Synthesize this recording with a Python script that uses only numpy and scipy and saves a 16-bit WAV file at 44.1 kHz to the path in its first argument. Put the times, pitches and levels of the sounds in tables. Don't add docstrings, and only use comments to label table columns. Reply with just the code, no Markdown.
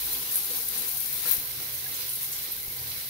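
import sys
import numpy as np
from scipy import signal
from scipy.fft import rfft, irfft, next_fast_len
from scipy.io import wavfile
from scipy.ndimage import uniform_filter1d, map_coordinates

SR = 44100
rng = np.random.default_rng(int(sys.argv[2]) if len(sys.argv) > 2 else 0)


def waveform_to_disk(signal):
    frames = np.transpose(np.atleast_2d(signal))
    scaled = np.clip(frames, -1, 1) * 32767
    samples = np.round(scaled).astype(np.int16)
    wavfile.write(sys.argv[1], SR, samples)


N = 136269

# (frequency [Hz], gain [dB])
RUMBLE_LEVEL = [(0.0, -57.5, -3), (0.96, -65.5, 8), (1.94, -63.5, 6), (3.09, -64, 2.5)]
RUMBLE_SPECTRUM = [(22, -17), (32, -25), (47, 19), (60, -6), (70, -26)]
# (frequency [Hz], gain [dB])
HUM_LEVEL = [(0.0, -63, -1), (0.11, -52, 3), (0.21, -62, 1.5), (1.29, -54.5, 4), (1.36, -61.5, 8),
             (1.51, -53.5, 4), (2.54, -58, 3), (2.83, -49, 2.5), (2.96, -54, 2), (3.09, -58, 4)]
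HUM_SPECTRUM = [(58, -33), (68, -5), (79, 0), (100, -13), (118, 0.5), (132, 0.5), (160, -10), (200, -59)]
# (frequency [Hz], gain [dB])
WASH_LEVEL = [(0.0, -50.5, -4), (0.02, -52, 0.5), (0.54, -52.5, 2), (0.68, -55.5, 2), (0.8, -49.5, 2),
              (0.89, -55, 3), (1.21, -52.5, -1), (1.27, -49, 3), (1.4, -53.5, 1.0), (2.22, -56, 0),
              (3.0, -54, 0), (3.09, -58, -2)]
WASH_SPECTRUM = [(88, -42), (150, -8), (206, -7), (495, -3.5), (618, -11.5), (787, -0.5), (883, -9),
                 (1500, -11.5), (1950, -99), (3300, -120)]
# (frequency [Hz], width at half lift [Hz], lift below the head [dB], lift above the head [dB])
AIR_MODES = [(191, 27, 9, 4.5), (256.3, 22, 9, 6.5), (323, 11, 4.5, -2), (370.3, 25, 5.5, 7.5),
             (470, 28, 8, 3.5), (498.6, 9.9, -3, 10.5), (570.5, 6.7, 6, 12), (812, 31, 6, -1),
             (997, 33, 9.5, 8.5), (1592, 25, 8, 9.5), (1850, 27, 8.5, 7.5), (2095, 250, 0.5, 4.5),
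             (4080, 180, 1.5, 3.5)]
# (start [s], length [s], top level [dB], left-right [dB], centre [Hz], Gaussian sigma [Hz])
GURGLES = [(0.303, .17, -55, 6, 470, 38.4), (0.47, 0.16, -52.5, 6, 477, 39),
           (2.527, 0.3, -52.5, 5, 2130, 110), (2.89, 0.17, -53, 5, 2200, 119)]
# (time [s], nominal level [dB], left-right [dB])
BUMPS = [(1.381, -35, 14.5), (2.68, -37, 16)]
# (time [s], level before decay and soft start [dB], left-right [dB], starting pitch [Hz])
DROPS = [(.025, -37.5, -1, 2470), (0.295, -34, 0, 2840), (1.26, -40.5, -1, 481), (1.253, -36, 1, 1350),
         (1.253, -38, -3, 1714), (1.279, -40, 0, 2650), (1.292, -41, -1, 2000), (1.298, -40, -1, 2200),
         (1.861, -35, -2, 1655), (2.242, -38, 2, 2136), (2.929, -39, -9, 3980), (2.97, -49, 1, 2160),
         (3.047, -40, 0, 3950)]
# (frequency [Hz], gain [dB])
PATTER_LEVEL = [(0.0, -39, 2.5), (.59, -39.5, 2), (.66, -43.5, 1.5), (.74, -39, 1.5), (1.17, -41.5, 2),
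                (1.31, -37.5, 2.5), (1.4, -42, 2), (1.55, -41, 1.5), (1.83, -42.5, -0.5), (2.02, -40, 0.5),
                (2.14, -43.5, 0.5), (2.22, -40.5, -1.5), (2.49, -43, -1), (3.09, -42, 0)]
PATTER_SPECTRUM = [(650, -30), (1100, -7.5), (1220, -8.5), (1560, -6.5), (1710, -7.5), (2100, -3.5),
                   (2880, -2.5), (4050, 0.5), (6290, -3.5), (7420, -15), (8000, -4.5), (10400, -18),
                   (17600, -120)]
# (time [s], nominal peak [dB], left-right [dB], centre [Hz], body t60 [s], start/body amplitude [1])
SPUTTERS = [(0.3444, -14, 3.5, 11400, 0.065, .5), (0.3562, -11, 9, 12100, 0.27, 1.5),
            (0.5194, -20, 1.5, 11900, 0.039, .8), (0.6838, -11.5, 9, 11800, 0.045, .8),
            (0.7756, -16, 13, 11800, 0.18, .8), (0.9994, -17.5, 14, 12200, 0.16, 0.87),
            (1.1273, -15, 9, 13800, 0.12, .8), (1.2754, -17, 17, 13500, 0.1, .3),
            (1.291, -18, 22, 13000, 0.15, .3), (1.3125, -6, 20.5, 15400, 0.053, 1.2),
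            (1.3344, -10.5, 8, 12500, 0.19, .6), (1.321, -11.5, 18, 13600, 0.11, .2),
            (1.9121, -21, 7, 12600, 0.06, .8), (2.0911, -16.5, 6, 11400, 0.15, .4),
            (2.132, -16, 5, 11700, 0.065, .2), (2.153, -15, 8, 12000, 0.12, 0.22),
            (2.3194, -22, 8, 11100, 0.1, .8), (2.509, -19, 7, 12100, 0.1, .2),
            (2.517, -15.5, 7, 12800, 0.13, .2)]
# (time [s], nominal peak [dB], left-right [dB], centre [Hz], t60 [s])
SURGES = [(0.148, -25, 0, 3500, .1), (.543, -26, 2, 3900, 0.12), (1.261, -30.5, 6, 2140, 0.37),
          (1.941, -25.5, 4, 6600, 0.15), (2.324, -25.5, 0, 6800, 0.29), (2.914, -29, -3, 4300, .15)]
# (frequency [Hz], gain [dB])
JET_LEVEL = [(0.0, -32.5, 8), (0.27, -36, 9), (0.62, -34, 10.5), (1.02, -35, 11), (1.21, -35, 12),
             (1.31, -32.5, 15), (1.34, -35.5, 18.5), (1.45, -37.5, 4.5), (1.57, -38, 6), (2.1, -37, 5.5),
             (2.14, -37.5, 8.5), (2.64, -39, 7), (3.09, -37.5, 7)]
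JET_SPECTRUM = [(4120, -14), (7000, -11.5), (7880, -19), (8960, -8), (11700, 2.5), (15100, 0.5),
                (15700, 3.5)]
# (frequency [Hz], correlation [1])
LIKENESS = [(60, 0.98), (290, 0.9), (640, 0.59), (1200, 0.0065), (15000, 0)]
# (frequency [Hz], left-right [dB])
MIC_COLOUR = [(1500, -0.5), (2500, -4), (5000, -6.5), (7300, -1), (8400, 5.5), (10000, -2), (12000, -8),
              (15500, -6)]

PASS_HEAD_S, PASS_LENGTH_S = 0.98, 0.91
BUMP_TIME_CONSTANT_S, BUMP_LIFT_DB = 0.002, 8.5
DROP_T60_AT_2KHZ_S, DROP_ATTACK_S = 0.043, 0.0017
DROP_PITCH_RISE = 0.058
BODY_SIGMA_HZ, START_SIGMA_HZ, START_T60_S = 1740, 2740, 0.018
SPUTTER_ATTACK_S, SPUTTER_CREST_DB = 0.0009, 12
JET_LIFT_DB, TOP_HZ = 4.0, 15750


def amp(db):
    return 10 ** (np.asarray(db) / 20)


def unit(x):
    return x / np.sqrt(np.mean(x ** 2) + 1e-20)


def along(points, hz):
    f, v = np.transpose(points)
    return np.interp(np.log(hz + 1), np.log(f + 1), v)


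def panned(db, pan_db):
    return amp(np.array([db + pan_db / 2, db - pan_db / 2]))


def level(rows):
    s, db, pan_db = np.transpose(rows)
    t = np.arange(N) / SR
    return panned(np.interp(t, s, db), np.interp(t, s, pan_db))


def add_at(out, s, sound):
    out[:, round(s * SR):][:, :sound.shape[-1]] += sound


def wobble(knots_per_s):
    knots = rng.standard_normal(int(N * knots_per_s / SR) + 4)
    return map_coordinates(knots, [np.arange(N) * knots_per_s / SR])


def filtered(x, response):
    m = next_fast_len(x.shape[-1] + 8192)
    return irfft(rfft(x, m) * response(np.fft.rfftfreq(m, 1 / SR)), m)[..., :x.shape[-1]]


def closed(points):
    return lambda hz: amp(along(points, hz)) * (hz > points[0][0]) * (hz < points[-1][0])


def bell(hz, sigma_hz):
    return lambda f: np.exp(-.5 * ((f - hz) / sigma_hz) ** 2)


def decaying(kicks, life_s):
    return signal.lfilter([1], [1, -np.exp(-1 / (life_s * SR))], kicks)


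def droplets(per_s, spread_db, life_s):
    chance, size = rng.random((2, N))
    impacts = (chance < per_s / SR) * amp(spread_db * size ** 2)
    return unit(decaying(impacts, life_s) * rng.standard_normal((2, N)))


def flicker(per_s, life_s):
    chance, size = rng.random((2, N))
    rises = decaying((chance < per_s / SR) * size, life_s)
    return unit(uniform_filter1d(rises - rises.mean(), size=60))


def water(gain, patchy_db, grains):
    z = signal.stft(rng.standard_normal((2, N)), nperseg=512)[2]
    field = uniform_filter1d(rng.standard_normal(z.shape[1:]), size=4, axis=0)
    field = unit(uniform_filter1d(field, size=7, axis=1))
    patchy = signal.istft(z * amp(patchy_db * field), nperseg=512)[1][:, :N]
    pair = unit(patchy) + grains

    def mid_side_gain(hz):
        turn = np.arccos(np.clip(along(LIKENESS, hz), 0, 1)) / 2
        return gain(hz) * np.array([np.cos(turn), np.sin(turn)])

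    mid, side = filtered(pair, mid_side_gain)
    return unit(np.array([mid + side, mid - side]))


def air(x):
    def lift(column):
        def gain(f):
            return amp(sum(m[column] / (1 + (2 * (f - m[0]) / m[1]) ** 2) for m in AIR_MODES))
        return gain

    above = np.clip((np.arange(N) / SR - PASS_HEAD_S) / PASS_LENGTH_S + .5, 0, 1)
    return (1 - above) * unit(filtered(x, lift(2))) + above * unit(filtered(x, lift(3)))


def rumble():
    return level(RUMBLE_LEVEL) * water(closed(RUMBLE_SPECTRUM), patchy_db=1.0, grains=0)


def hum():
    return level(HUM_LEVEL) * water(closed(HUM_SPECTRUM), patchy_db=0.8, grains=0)


def wash():
    noise = water(closed(WASH_SPECTRUM), patchy_db=1.4, grains=0)
    return amp(1.2 * wobble(8.6)) * level(WASH_LEVEL) * air(noise)


def gurgles():
    out, t = np.zeros((2, N)), np.arange(N) / SR
    for s, length_s, db, pan_db, hz, sigma_hz in GURGLES:
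        swell = np.sin(np.pi * np.clip((t - s) / length_s, 0, 1))
        noise = water(bell(hz, sigma_hz), patchy_db=5.9, grains=0)
        out += panned(db, pan_db)[:, None] * swell * noise
    return out


def bumps():
    out, u = np.zeros((2, N + SR)), np.arange(SR // 8) / SR / BUMP_TIME_CONSTANT_S
    push = u * (2 - u) * np.exp(-u) / 2
    for s, db, pan_db in BUMPS:
        add_at(out, s, panned(db + BUMP_LIFT_DB, pan_db)[:, None] * push)
    return out[:, :N]


def drops():
    out, t = np.zeros((2, N + SR)), np.arange(SR // 8) / SR
    attack = 1 - np.exp(-t / DROP_ATTACK_S)
    for s, db, pan_db, hz in DROPS:
        decay = amp(-60 * t / DROP_T60_AT_2KHZ_S * np.sqrt(hz / 2000))
        cycles = hz * t * (1 + DROP_PITCH_RISE / 2 * t / DROP_T60_AT_2KHZ_S)
        plink = decay * attack * np.sin(2 * np.pi * cycles)
        add_at(out, s, panned(db, pan_db)[:, None] * plink)
    return out[:, :N]


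def patter():
    grains = amp(-9) * droplets(per_s=400, spread_db=12, life_s=.001)
    spray = water(closed(PATTER_SPECTRUM), patchy_db=1.5, grains=grains)
    return amp(1.0 * wobble(9)) * level(PATTER_LEVEL) * air(spray)


def sputters():
    out, t = np.zeros((2, N + SR)), np.arange(SR // 4) / SR
    attack = 1 - np.exp(-t / SPUTTER_ATTACK_S)
    surges = [(*row, 0) for row in SURGES]
    for s, db, pan_db, hz, t60_s, start_ratio in [*SPUTTERS, *surges]:
        lump_db = np.repeat(rng.uniform(-4, 4, len(t) // 30 + 1), 30)[:len(t)]
        noise = amp(lump_db) * rng.standard_normal((2, len(t)))
        narrow = unit(filtered(noise, bell(hz, min(BODY_SIGMA_HZ, hz / 3))))
        broad = unit(filtered(noise, bell(hz, START_SIGMA_HZ)))
        body = amp(-60 * t / t60_s) * narrow
        start = start_ratio * amp(-60 * t / START_T60_S) * broad
        gain = panned(db - SPUTTER_CREST_DB, pan_db)[:, None]
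        add_at(out, s, gain * (body + start) * attack)
    return out[:, :N]


def jets():
    grains = amp(-7) * droplets(per_s=600, spread_db=12, life_s=.0006)
    fizz = water(closed(JET_SPECTRUM), patchy_db=1.1, grains=grains)
    flicker_db = 1.1 * flicker(per_s=70, life_s=0.014)
    return amp(JET_LIFT_DB + flicker_db) * level(JET_LEVEL) * fizz


def scene():
    background = rumble() + hum() + wash() + gurgles()
    return background + bumps() + drops() + patter() + sputters() + jets()


def record(dry):
    heard = filtered(dry, lambda hz: panned(0, along(MIC_COLOUR, hz)))
    return filtered(heard, lambda hz: hz < TOP_HZ)


dry = scene()
out = record(dry)
waveform_to_disk(out)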